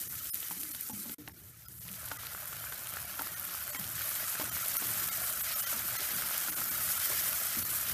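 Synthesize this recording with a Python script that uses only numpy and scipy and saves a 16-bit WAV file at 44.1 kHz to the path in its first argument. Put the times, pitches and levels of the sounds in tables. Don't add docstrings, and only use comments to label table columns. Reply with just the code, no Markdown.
import sys
import numpy as np
from scipy import signal
from scipy.fft import rfft, irfft, next_fast_len
from scipy.io import wavfile
from scipy.ndimage import uniform_filter1d

SR = 44100
rng = np.random.default_rng(int(sys.argv[2]) if len(sys.argv) > 2 else 0)


def ratio_of_db(decibels):
    return 10 ** (np.asarray(decibels, float) / 20)


def store_pcm(level_fs):
    pcm = np.round(np.clip(level_fs, -1, 1) * 32767).astype(np.int16)
    wavfile.write(sys.argv[1], SR, np.atleast_2d(pcm).T)


N = 349713

# t/s, frying vigour level/dB, juice bubbling re vigour level/dB
FRY_STATES = [
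    [(0.0, -39, -19.5), (0.958, -41, -19.5), (1.144, -42, -19.5)],
    [(1.184, -54, -14), (1.66, -53, -18), (1.83, -46.5, -20.5), (2.0, -43.5, -11), (2.6, -42.5, -9.5),
     (3.3, -40, -11), (3.9, -39, -12.5), (4.08, -35, -13), (4.5, -36.5, -12), (4.75, -33.5, -13.5),
     (5.1, -34.5, -12), (5.6, -34, -12.5), (6.6, -34, -12.5), (6.9, -31, -15), (7.93, -34, -14)],
]
# t/s, peak level/dB, low part level/dB
BIG_POPS = [(0.1231, -27, -33), (0.343, -19, -46), (0.4028, -22, -24), (0.3715, -26, -33),
            (0.6319, -22, -20), (0.8088, -21, -40), (1.6834, -29.5, -35), (1.7253, -38, -33),
            (2.0556, -27, -33), (2.1334, -33, -33), (2.2294, -32, -33), (2.2676, -29, -10),
            (2.9605, -30, -36), (3.219, -21, -28), (3.396, -22.5, -48), (3.4439, -29, -40),
            (3.5385, -26, -30), (3.6248, -28, -33), (3.6372, -26, -43), (3.6768, -29, -33),
            (3.7955, -24, -33), (3.89, -23, -34), (4.0898, -21, -36), (4.1076, -26, -40),
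            (4.3154, -30, -22), (4.5725, -22, -24), (4.6818, -16, -27), (4.7675, -15.5, -30),
            (4.9038, -24, -35), (4.9735, -21, -28), (5.0408, -25, -36), (5.7922, -21, -42),
            (6.0886, -23, -36), (6.3782, -16.5, -20), (6.6039, -23, -33), (7.236, -20, -35),
            (7.2884, -22, -33), (7.5874, -19, -49), (7.8958, -20, -40)]
# t/s, peak level/dB, low part level/dB
SMALL_POPS = [(0.42, -32, -37), (0.483, -28, -28), (0.5004, -24, -24), (0.5112, -27, -38),
              (0.526, -23, -33), (0.608, -26, -33), (0.7474, -28.5, -21), (0.9567, -35, -32),
              (1.1185, -29, -32), (1.2841, -31, -31), (1.84, -36, -29), (1.8803, -32.5, -9),
              (1.9163, -36, -28), (1.9407, -35, -9), (1.9995, -33, -29), (2.0951, -32, -34),
              (2.4552, -26, -36), (2.4744, -28, -24), (2.4868, -35, -24), (2.5665, -31, -16),
              (2.6505, -46, -29), (2.7415, -30, -24), (2.7602, -35, -31), (2.8288, -30, -24),
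              (2.8709, -28.5, -13), (2.8789, -37, -28), (2.937, -27, -26), (3.0012, -25, -34),
              (3.0527, -28, -27), (3.112, -38, -27), (3.1785, -26, -32), (3.2009, -27, -25),
              (3.232, -36, -31), (3.2715, -25, -16), (3.2804, -27, -38), (3.38, -33, -34),
              (3.4509, -25, -22), (3.55, -24, -27), (3.5569, -32, -35), (3.6506, -34, -34),
              (3.691, -25, -28), (3.732, -39, -28), (3.8423, -30, -32), (3.9917, -25, -21),
              (4.016, -22, -30), (4.0729, -28, -30), (4.102, -25, -38), (4.207, -24, -34),
              (4.4407, -20, -19), (4.5459, -35, -33), (4.6415, -30, -28), (4.8568, -27, -24),
              (5.0514, -31, -32), (5.9443, -27, -31), (6.1137, -25, -32), (6.4125, -27, -30),
              (7.047, -30, -29), (7.3293, -18, -23), (7.7025, -23, -38), (7.711, -24, -33)]
# t/s, peak level/dB, loudest
# mode f/Hz, thud level/dB
SPOON_KNOCKS = [(0.5098, -30, 950, -9), (0.749, -40, 1450, -11), (0.8968, -33.5, 873, -7),
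                (0.8965, -38, 507, -6), (0.931, -48, 810, 1), (1.055, -41.5, 900, 6),
                (1.0963, -41, 1490, 11), (1.863, -46, 1030, -11), (1.278, -34.5, 796, -10),
                (2.114, -25, 1446, -7), (2.723, -28.5, 1530, -16), (2.968, -32, 1490, -24),
                (3.193, -24.5, 1380, -5), (3.747, -24.5, 2200, -10), (4.398, -23.5, 620, -23),
                (4.413, -25.5, 1060, 0.5), (4.822, -30.5, 740, -3), (5.728, -32, 1380, -5.5),
                (5.995, -46, 1480, 5), (6.483, -26.5, 1350, -4), (6.582, -30, 1430, -22),
                (7.101, -27.5, 594, -17), (7.118, -30, 1120, -9), (7.566, -47, 1350, 13)]
# t/s, peak level/dB, f/Hz
FLOOR_THUMPS = [(0.34, -49, 218), (0.507, -44, 171), (0.591, -45, 280), (0.634, -43, 310),
                (0.689, -49, 298), (0.896, -39, 240), (0.932, -34, 205), (0.93, -42, 101.6),
                (0.99, -41, 213), (1.058, -39, 232), (1.091, -44, 221), (1.183, -37.5, 298),
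                (1.183, -48, 470), (1.274, -48, 302), (1.85, -41, 170), (1.9, -39.5, 190),
                (2.489, -46.5, 161), (3.1, -48, 192), (3.191, -49, 302), (3.75, -49, 260),
                (3.791, -38.5, 192), (4.412, -39, 300), (4.687, -48, 177), (4.83, -46, 310),
                (5.737, -43, 223), (5.999, -46.5, 400), (6.492, -34.5, 302), (6.582, -41, 246),
                (7.101, -41.5, 402), (7.568, -35.5, 230)]
# start t/s, length t/s, scrape level/dB, grate shake level/dB
SPOON_STROKES = [(0.0, 0.19, -58, -57), (0.568, 0.056, -54.5, -77), (0.897, 0.17, -53, -73),
                 (1.185, 0.15, -57, -71), (1.69, 0.39, -64.5, -58), (2.103, 0.086, -64, -68),
                 (2.498, 0.32, -63.5, -58), (2.897, 0.099, -67, -56), (3.19, 0.082, -56.5, -68),
                 (3.768, 0.085, -55.5, -50), (4.396, 0.061, -50, -50), (4.82, 0.093, -48, -52.5),
                 (5.236, 0.12, -58, -69), (5.742, 0.093, -54, -54), (6.103, 0.055, -50.5, -59),
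                 (6.46, 0.18, -51.5, -63), (6.72, 0.046, -53.5, -56), (7.077, 0.15, -56.5, -57),
                 (7.542, 0.094, -51, -49.5), (7.872, .1, -52, -47)]
# t/s, peak level/dB, f/Hz
JUICE_SPITS = [(0.341, -52, 2410), (0.3406, -57, 1500), (0.7477, -45, 3200), (0.4503, -39, 2300),
               (1.892, -37, 3000), (1.1817, -58, 1750), (1.2763, -29, 1860), (1.2766, -29, 2740),
               (1.277, -40, 3540), (2.077, -33, 1430), (2.1032, -31, 1700), (2.1157, -22, 1380),
               (2.348, -25.5, 1390), (2.5294, -30, 1350), (2.9695, -23.5, 1530), (3.1958, -34, 1380),
               (3.732, -34, 1880), (3.748, -40, 2150), (4.352, -22, 1600), (4.7517, -26, 1280),
               (6.0884, -28, 1680), (6.221, -21, 1490), (6.3091, -23, 1350), (6.525, -29, 1980),
               (6.6167, -24, 1400), (7.809, -31, 1350)]
# t/s, peak level/dB, f/Hz
JUICE_DROPS = [(0.0193, -43, 1390), (0.0323, -45, 2000), (0.1282, -40, 1420), (0.1405, -35, 1600),
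               (0.152, -35, 2500), (0.2331, -39, 1410), (0.2548, -44, 2510), (0.371, -50, 1320),
               (0.4285, -54, 2550), (1.094, -43, 1310), (1.295, -38, 1860), (1.8794, -44, 1840),
               (1.888, -37, 2470), (1.8984, -39, 1370), (1.975, -42, 1380), (2.031, -36, 1312),
               (2.0447, -33, 1440), (2.2328, -35, 1180), (2.2492, -36, 1390), (2.267, -43, 1320),
               (2.383, -36, 1440), (2.4513, -33, 1560), (2.64, -28.5, 1410), (2.722, -41, 1520),
               (3.2187, -27, 1370), (3.2686, -29, 1320), (3.488, -33, 1340), (3.517, -32, 1320),
               (3.5333, -35, 1330), (3.546, -27.5, 1270), (3.6779, -32, 1480), (3.6854, -31, 1570),
               (3.759, -27.5, 1950), (3.812, -35, 1340), (3.98, -31, 1720), (4.01, -27, 1570),
               (4.1593, -39, 1350), (4.24, -28, 1880), (4.3199, -33, 1360), (4.5672, -24.5, 1510),
               (4.8555, -27, 1700), (4.946, -34, 1570), (4.995, -37, 1650), (5.125, -42, 1500),
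               (5.296, -28, 1360), (5.505, -33, 1320), (5.6364, -36, 1520), (5.6719, -39, 1350),
               (5.8847, -31, 1390), (5.9517, -23, 1550), (6.3684, -41, 1430), (6.82, -45, 1300),
               (7.119, -27, 2020), (7.2578, -24, 1450), (7.3847, -32, 1290), (7.6944, -31, 1450),
               (7.7325, -30, 1330), (7.8982, -29, 1530)]
# t/s, peak level/dB, f/Hz
SLOW_PLOPS = [(1.0542, -46, 565), (2.0307, -45, 660), (2.2324, -47, 665), (2.726, -51, 800),
              (2.938, -42, 640), (3.0472, -36, 726), (3.2107, -28, 840), (4.2142, -48, 640),
              (4.4336, -34, 600), (4.6595, -34, 610), (5.1795, -35, 656), (5.2144, -35, 684),
              (5.5639, -40, 620), (5.726, -33.5, 614), (6.0145, -32.5, 665), (6.1109, -36, 830),
              (6.907, -39, 760), (7.1266, -34, 584), (7.2352, -37, 700), (7.4198, -33.5, 650)]
# t/s, peak level/dB
FAT_SNAPS = [(0.2565, -38), (0.4295, -29), (0.5173, -38), (0.7489, -31), (1.0958, -35), (1.2766, -36),
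             (1.2778, -35), (1.8894, -37), (1.9383, -40), (2.0816, -38), (2.2504, -35), (2.2692, -34),
             (0.6329, -34), (2.3346, -39), (2.5304, -36), (2.8595, -37), (2.9424, -39), (3.4961, -33),
             (3.814, -34), (3.8421, -30), (4.1593, -31), (4.6593, -30), (5.0893, -29), (6.0356, -33),
             (6.4139, -32)]
# t/s, level/dB
STREET_SWELL = [
    (0, -5.5),
    (1.15, -4.5),
    (1.2, 0.5),
    (2.4, 0),
    (3.5, -2),
    (3.8, -1.5),
    (7.93, 0.5),
]
# t/s, fully lost t/ms, all lost below f/Hz, spared lines f/Hz ...
LOST_FRAMES = [(0.089, 0.38, 11200, 120, 11000), (0.3175, 29, 9100, 5120, 9000),
               (0.729, 0.4, 11400, 4300, 10340), (0.923, 0.37, 13150, 835, 5690),
               (1.33, 0.2, 12290, 120, 12290), (1.673, 5, 13540, 1340, 1440, 5020),
               (1.797, 0.79, 10220, 119, 7560, 8490, 9810), (2.181, 2, 14400, 1230, 1970),
               (3.354, 2, 12700, 1430, 1840, 6110, 9390), (3.718, 0.81, 11400, 600, 4500, 6840, 7800),
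               (3.78, 0.36, 13300, 1040, 1940, 3170, 7480),
               (4.505, 0.23, 13400, 120, 1276, 3130, 5875, 7135),
               (4.78, 4, 10200, 1370, 5650, 6380, 8870, 9765), (5.103, 0.5, 13300, 1354, 2130, 3720, 4740),
               (5.425, 0.35, 10700, 7950, 8270, 11300), (5.55, 0.23, 12200, 1290, 5420, 6740),
               (5.617, 0.49, 10800, 2945, 9310, 9700), (5.656, 0.37, 13600, 1370, 1950, 3130, 6320),
               (5.977, 0.6, 13000, 1320, 1980, 4190, 6350), (6.511, 0.22, 10300, 344, 10400),
               (6.553, 0.32, 10800, 1450, 8850), (6.703, 0.6, 11400, 1500, 2315, 8170),
               (7.64, 0.2, 12100, 120, 4490)]
# out t/s, in t/s, leftover level/dB, its fall in dB/s
SCENE_CHANGE = (1.1455, 1.1827, -19, -600)
# f/Hz, density level/dB per Hz
SIZZLE_SPECTRUM = [(1060, -37), (1800, -9.5), (2530, -13.5), (2790, -15.5), (3020, -11), (3550, -13),
                   (6240, -5.5), (7530, -4.5), (10200, -1), (13200, 2.5), (14300, 3), (15200, -8.5)]
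# f/Hz, density level/dB per Hz
RUMBLE_SPECTRUM = [(13, -70), (22, -40), (70, -3.5), (113, -4.5), (145, -8.5), (200, -16.5), (260, -49),
                   (440, -120)]
# f/Hz, width f/Hz, level/dB
HOLLOW_MODES = [(1350, 303, 10.5), (1730, 225, 11.5), (1920, 1100, -5)]
# f/Hz, width f/Hz, level/dB
LOW_HOLLOW_MODES = [(598, 134, 5.5), (800, 990, -3.5)]
# f/Hz, width f/Hz, level/dB
FLOOR_MODES = [(173.3, 25.7, 6.5), (236, 22, 4), (310, 74, -1.5)]
# f/Hz, level/dB, t60 t/s
PAN_MODES = [(289, -6, 0.13), (500.4, -4.5, 0.021), (852, -9.5, 0.099), (1030, -11.5, 0.081),
             (1380, 3, 0.01), (2200, -19, 0.0076), (3400, -13, 0.013)]
# f/Hz, width f/Hz, level/dB
HUM_LINES = [(79, 5.7, 2.5), (117.8, 6.6, 1.5), (154.8, 3.5, -5), (171, 18, -40)]
# f/Hz, width f/Hz, level/dB
FRIDGE_WHINE = (474, 12, -76)

MIC_HZ, CUTOFF_HZ = 13300, 15290
WET_DB, MID_DB, MID_FOLLOWS = -11, -7.5, 0.37
LOW_SIMMER_DB, LOW_FOLLOWS = -4.5, 0.31
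LOW_FLOOR_DB = -71.5
SURGE_DB, SURGE_PER_S = 0.25, 2.0
CRACKLES_PER_S, CRACKLE_DB = 60, -21.5
FULL_FRY_DB, LIVELY_DB = -36, -44
DIG_IN_S, LIFT_DB_PER_S, SHAKE_LAG_S = 0.012, 52, 0.04
IDLE_SCRAPE_DB, IDLE_FOLLOWS, ROOM_DB = -62.5, 0.54, -57
DROP_CYCLES = 15.0
POP_HZ, POP_SPREAD, DULL_HZ_PER_DB = 11870, 0.058, 30
SNAP_HZ, SNAP_T60_S = 3300, 0.0025
CRACK_DB, CRACK_T60_S = 5, 0.005
EARLY_S = 2
STEP_DB, BLIP_MS, EARLY_MS = 15, 46.0, 8.0


def unit(x):
    return x / np.sqrt(np.mean(x ** 2) + 1e-20)


def curves(spans):
    s, *columns = np.transpose(np.concatenate(spans))
    return [np.interp(np.arange(N) / SR, s, c) for c in columns]


def drift(rate_hz):
    r = np.exp(-40 * np.pi * rate_hz / SR)
    slow = signal.lfilter([1], [1, -2 * r, r * r], rng.standard_normal(N // 20 + 3002))[3000:]
    return np.interp(np.arange(N) / 20, np.arange(len(slow)), unit(slow))


def grains(per_s, spread_db, rarest=3):
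    rarity = np.minimum(rng.exponential(1, N), rarest)
    sizes = ratio_of_db(spread_db * rarity) * rng.choice([-1, 1], N)
    return sizes * (rng.random(N) < per_s / SR) + 1e-18


def resonate(x, peaks):
    out = 0
    for k, (hz, width_hz, db) in enumerate(peaks):
        r = np.exp(-np.pi * width_hz / SR)
        a = [1, -2 * r * np.cos(2 * np.pi * hz / SR), r * r]
        out = out + (-1) ** k * ratio_of_db(db) * signal.lfilter([(1 - r * r) / 2, 0, (r * r - 1) / 2], a, x)
    return unit(out)


def tone(hz, t60_s, size=4000):
    t = np.arange(size) / SR
    return np.sin(2 * np.pi * hz * t) * ratio_of_db(-60 * t / t60_s)


def shape(x, spectrum):
    hz, db = np.transpose(spectrum)
    size = next_fast_len(N)
    log_hz = np.log(np.arange(size // 2 + 1) * SR / size + 1)
    gain = ratio_of_db(np.interp(log_hz, np.log(hz), db))
    return unit(irfft(rfft(x, size) * gain, size)[:N])


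def patchy(sources, low_hz, high_hz, count, patch_db, shared_db):
    out, shared, edges = 0, drift(24.0), np.geomspace(low_hz, high_hz, count + 1)
    for k, (low, high) in enumerate(zip(edges, edges[1:])):
        sos = signal.butter(2, [low, high], "band", fs=SR, output="sos")
        band = signal.sosfilt(sos, sources[k % len(sources)])
        out = out + ratio_of_db(patch_db * drift(18.4) + shared_db * shared) * band
    return out


def sizzle(level_db, mid_db):
    bursts = grains(2600 * ratio_of_db(4.0 * drift(60.0)), spread_db=5.2)
    pitches_hz, dealt = np.geomspace(2200, 15000, 12), rng.integers(0, 12, N)
    rings = 0
    for k, hz in enumerate(pitches_hz):
        rings = rings + resonate(bursts * (dealt == k), [(hz, hz * 0.42, 0)]) * np.sqrt(hz)
    blur = patchy(rng.standard_normal((2, N)), 1022, 16650, count=13, patch_db=1.5, shared_db=1.18)
    fizz = shape(unit(rings) + ratio_of_db(4.5) * unit(blur), SIZZLE_SPECTRUM)
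    mid = signal.sosfilt(signal.butter(2, 5000, fs=SR, output="sos"), fizz)
    mid_gain = ratio_of_db(mid_db + 14.0 + 1.64 * drift(7.9))
    return ratio_of_db(level_db - 0.51) * (fizz - mid + mid_gain * mid)


def simmer(high_db, low_db):
    quick = unit(grains(300 * ratio_of_db(2 * drift(12)), spread_db=4.5, rarest=1.8))
    quick = quick + ratio_of_db(-1) * rng.standard_normal(N)
    slow = unit(grains(300, spread_db=1.5)) + ratio_of_db(-4.5) * rng.standard_normal(N)
    broad = resonate(resonate(quick, [(1700, 2100, 0)]), [(1600, 2500, 0)])
    high = unit(resonate(quick, HOLLOW_MODES) + ratio_of_db(-7.0) * broad)
    return ratio_of_db(high_db + 1.0) * high + ratio_of_db(low_db - 2.5) * resonate(slow, LOW_HOLLOW_MODES)


def crackle(level_db):
    per_s = CRACKLES_PER_S * ratio_of_db(np.minimum(level_db - LIVELY_DB, 0))
    clicks, dealt = grains(per_s, spread_db=2.6, rarest=1.2), rng.integers(0, 4, N)
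    # f/Hz, width f/Hz, level/dB
    colours = [(3260, 1400, -15), (6300, 4500, -15.0), (8700, 3000, 5.5), (12600, 7600, 8.5)]
    out = 0
    for k, (hz, width_hz, db) in enumerate(colours):
        out = out + ratio_of_db(db) * resonate(clicks * (dealt == k), [(hz, width_hz, 0)])
    return ratio_of_db(CRACKLE_DB + np.minimum(level_db, FULL_FRY_DB)) * out


def strokes(column, lag_s, idle_db):
    t, power = np.arange(N) / SR - lag_s, ratio_of_db(2 * idle_db)
    for row in SPOON_STROKES:
        s, length_s = row[:2]
        rise = np.clip((t - s) / DIG_IN_S + 1, 0, 1)
        lift_db = LIFT_DB_PER_S * np.maximum(t - s - length_s, 0)
        power = power + (rise * ratio_of_db(row[column] - lift_db)) ** 2
    return 10 * np.log10(power)


def scrape(level_db):
    slips = unit(grains(120, spread_db=3.5)) + ratio_of_db(-1.5) * rng.standard_normal(N)
    return ratio_of_db(level_db - 4.0) * resonate(resonate(slips, FLOOR_MODES), [(240, 960, 0)])


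def kitchen(level_db):
    noise = rng.standard_normal((3, N))
    rumble = patchy(noise[:2], 19.5, 438, count=9, patch_db=1.5, shared_db=-2.5)
    modes = resonate(resonate(noise[2], HUM_LINES), [(112, 610, 0)])
    boom = unit(shape(rumble, RUMBLE_SPECTRUM) + ratio_of_db(-3.5) * modes)
    hz, width_hz, whine_db = FRIDGE_WHINE
    whine = resonate(resonate(noise[2], [(hz, width_hz, 0)]), [(hz, width_hz, 0)])
    return ratio_of_db(level_db - 1.5) * boom + ratio_of_db(whine_db) * whine


def spits():
    out, bursts = np.zeros(N + 2000), JUICE_SPITS + JUICE_DROPS + SLOW_PLOPS
    fade = ratio_of_db(-60 * np.arange(2000) / SR / 0.011)
    for (s, db, hz), noise in zip(bursts, rng.standard_normal((len(bursts), 2000))):
        click = uniform_filter1d(noise, size=4) * fade
        ring = tone(hz, DROP_CYCLES / hz, size=2000)
        at = round((s + 0.0008) * SR)
        out[at:at + 2000] += ratio_of_db(db - 3.5) * (ring + 0.33 * click * hz / 1400)
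    return out[:N]


def pops():
    out, t = np.zeros(N + 400), np.arange(400) / SR
    puff = signal.butter(1, [1300, 5500], "band", fs=SR)
    swell = t / 0.0002 * np.exp(1 - t / 0.0002)
    bursts = BIG_POPS + SMALL_POPS
    for (s, db, low_db), noise in zip(bursts, rng.standard_normal((len(bursts), 400))):
        hz = (POP_HZ - DULL_HZ_PER_DB * (low_db + 34)) * (1 + POP_SPREAD * noise[-1])
        body = np.sin(2 * np.pi * hz * t)
        mic = 0.74 * np.sin(2 * np.pi * MIC_HZ * t)
        burst = (body + mic + 0.3 * np.diff(noise, prepend=0)) * swell
        burst = burst + ratio_of_db(low_db + 15) * signal.lfilter(*puff, noise * swell)
        burst[45:] += 0.25 * burst[:-45]
        at = round((s + 0.001) * SR)
        out[at:at + 400] += ratio_of_db(db - 1) * burst
    return signal.sosfilt(signal.butter(2, 1500, "high", fs=SR, output="sos"), out[:N])


def snaps():
    clicks = np.zeros(N)
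    s, db = np.transpose(FAT_SNAPS)
    clicks[np.round(s * SR).astype(int) - 8] = ratio_of_db(db + 4)
    return signal.fftconvolve(clicks, tone(SNAP_HZ, SNAP_T60_S, size=200))[:N]


def thumps():
    out, rise = np.zeros(N + 4000), 1 - np.exp(-np.arange(4000) / 110.0)
    for s, db, hz in FLOOR_THUMPS:
        at = round(s * SR)
        boom = tone(hz, 0.18) + 0.08 * tone(hz * 0.99, 0.54)
        out[at:at + 4000] += ratio_of_db(db - 4.5) * rise * boom
    return out[:N]


def knocks():
    out = np.zeros(N + 4000)
    band = signal.butter(1, [500, 5000], "band", fs=SR)
    fade = ratio_of_db(-60 * np.arange(4000) / SR / 0.03)
    rise = 1 - np.exp(-np.arange(4000) / 20)
    draws = rng.standard_normal((len(SPOON_KNOCKS), 4000))
    for (s, db, hz, thud_db), chance in zip(SPOON_KNOCKS, draws):
        blow = 0.6 * tone(hz, 0.055) + ratio_of_db(3) * fade * signal.lfilter(*band, chance)
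        blow += ratio_of_db(CRACK_DB) * signal.lfilter(*band, tone(hz, CRACK_T60_S))
        for (mode_hz, mode_db, t60_s), c in zip(PAN_MODES, chance):
            weight_db = thud_db if mode_hz < 500 else -2.5 * abs(np.log2(mode_hz / hz))
            blow += ratio_of_db(mode_db + weight_db + 1.5 * c) * tone(mode_hz * (1 + 0.035 * c), t60_s)
        at = round(s * SR)
        out[at:at + 4000] += ratio_of_db(db - 7.5) * blow * rise
    return out[:N]


def scene():
    vigour_db, juice_db = curves(FRY_STATES)
    sizzle_db, wet_db = vigour_db + SURGE_DB * drift(SURGE_PER_S), juice_db - WET_DB
    simmer_db = vigour_db + juice_db
    slow_db = simmer_db + LOW_SIMMER_DB + LOW_FOLLOWS * wet_db
    low_db = 10 * np.log10(ratio_of_db(2 * slow_db) + ratio_of_db(2 * LOW_FLOOR_DB))
    fry = sizzle(sizzle_db, MID_DB + MID_FOLLOWS * wet_db) + simmer(simmer_db, low_db)
    fry = fry + crackle(sizzle_db)
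    idle_db = IDLE_SCRAPE_DB + IDLE_FOLLOWS * (vigour_db + 40)
    drag = scrape(strokes(column=2, lag_s=0, idle_db=idle_db))
    street_db = curves([STREET_SWELL])[0]
    room = kitchen(strokes(column=3, lag_s=SHAKE_LAG_S, idle_db=ROOM_DB + street_db))
    mix = fry + drag + room + spits() + pops() + snaps() + thumps() + knocks()
    return np.tile(mix, (2, 1))


def thin(x, contrast=0.46):
    _, _, z = signal.stft(x, nperseg=1024)
    size = abs(z) + 1e-12
    usual = uniform_filter1d(size, size=25, axis=0)
    strength = contrast * rng.exponential(1, z.shape[1]).clip(0, 2.2)
    sharp = BIG_POPS + SPOON_KNOCKS + JUICE_SPITS + FAT_SNAPS
    attacks = np.round([row[0] * SR / 512 for row in sharp]).astype(int)
    for near in (-1, 0, 1):
        strength[attacks + near] *= 0.15
    small = np.round([row[0] * SR / 512 for row in SMALL_POPS + JUICE_DROPS]).astype(int)
    strength[small] *= 0.4
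    above_bass = np.arange(len(z))[:, None] * SR / 1024 > 400
    z = z * (size / usual / 1.69) ** (strength * above_bass)
    return signal.istft(z, nperseg=1024)[1][:N]


def gut_frames(x):
    out, size = x.copy(), 2048
    hz = np.arange(size // 2 + 1) * SR / size
    offset_ms = (np.arange(size) - size / 2) * 1000 / SR
    for s, lost_ms, top_hz, *lines_hz in LOST_FRAMES:
        edge_ms = max(5, 14 - lost_ms)
        window = np.cos(np.pi / 2 * np.clip((abs(offset_ms) - lost_ms / 2) / edge_ms, 0, 1))
        frame = slice(round(s * SR) - size // 2, round(s * SR) + size // 2)
        bins = rfft(window * out[frame])
        local = uniform_filter1d(abs(bins), size=5)
        kept = 1.3 * (hz > top_hz) * (local > 1.02 * uniform_filter1d(local, size=61))
        kept = np.maximum(kept, ratio_of_db(-17 - 1.2 * lost_ms) + (hz < 300 - 40 * lost_ms))
        usual = uniform_filter1d(local, size=31)
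        kept = np.maximum(kept, 1.6 * (hz > 400) * (abs(bins) > (4 + lost_ms / 8) * usual))
        kept = np.maximum(kept, hz < 400 - min(lines_hz))
        out[frame] -= window * irfft(bins * (1 - kept))

        early = s < EARLY_S
        t_ms = offset_ms + min(2 * lost_ms, EARLY_MS) * early
        blip_db = STEP_DB + min(lost_ms, 5) * (1.9 if early else 0.2) + (-2 if early else 1)
        swell = np.cos(np.pi * np.clip(t_ms / BLIP_MS, -0.5, 0.5)) ** 2
        swell = swell * ratio_of_db(blip_db) * 2 / window.sum()
        around = uniform_filter1d(local, size=121)
        for line_hz in lines_hz:
            level = (line_hz > 400) * around[round(line_hz * size / SR)]
            out[frame] += level * swell * np.sin(2 * np.pi * line_hz * t_ms / 1000)
    return out


def roll_off(x):
    return signal.sosfilt(signal.butter(12, 15820, fs=SR, output="sos"), x)


def record(dry):
    t = np.arange(N) / SR
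    out_s, in_s, left_db, fall_db_per_s = SCENE_CHANGE
    gap = (t > out_s) & (t < in_s)
    gain = np.where(gap, ratio_of_db(left_db + fall_db_per_s * (t - out_s)), 1)
    edge = signal.ellip(12, 0.3, 60, CUTOFF_HZ, fs=SR, output="sos")
    mono = signal.sosfilt(edge, gain * gut_frames(thin(dry[0])))
    return roll_off(np.tile(mono, (2, 1)))


dry = scene()
out = record(dry)
store_pcm(out)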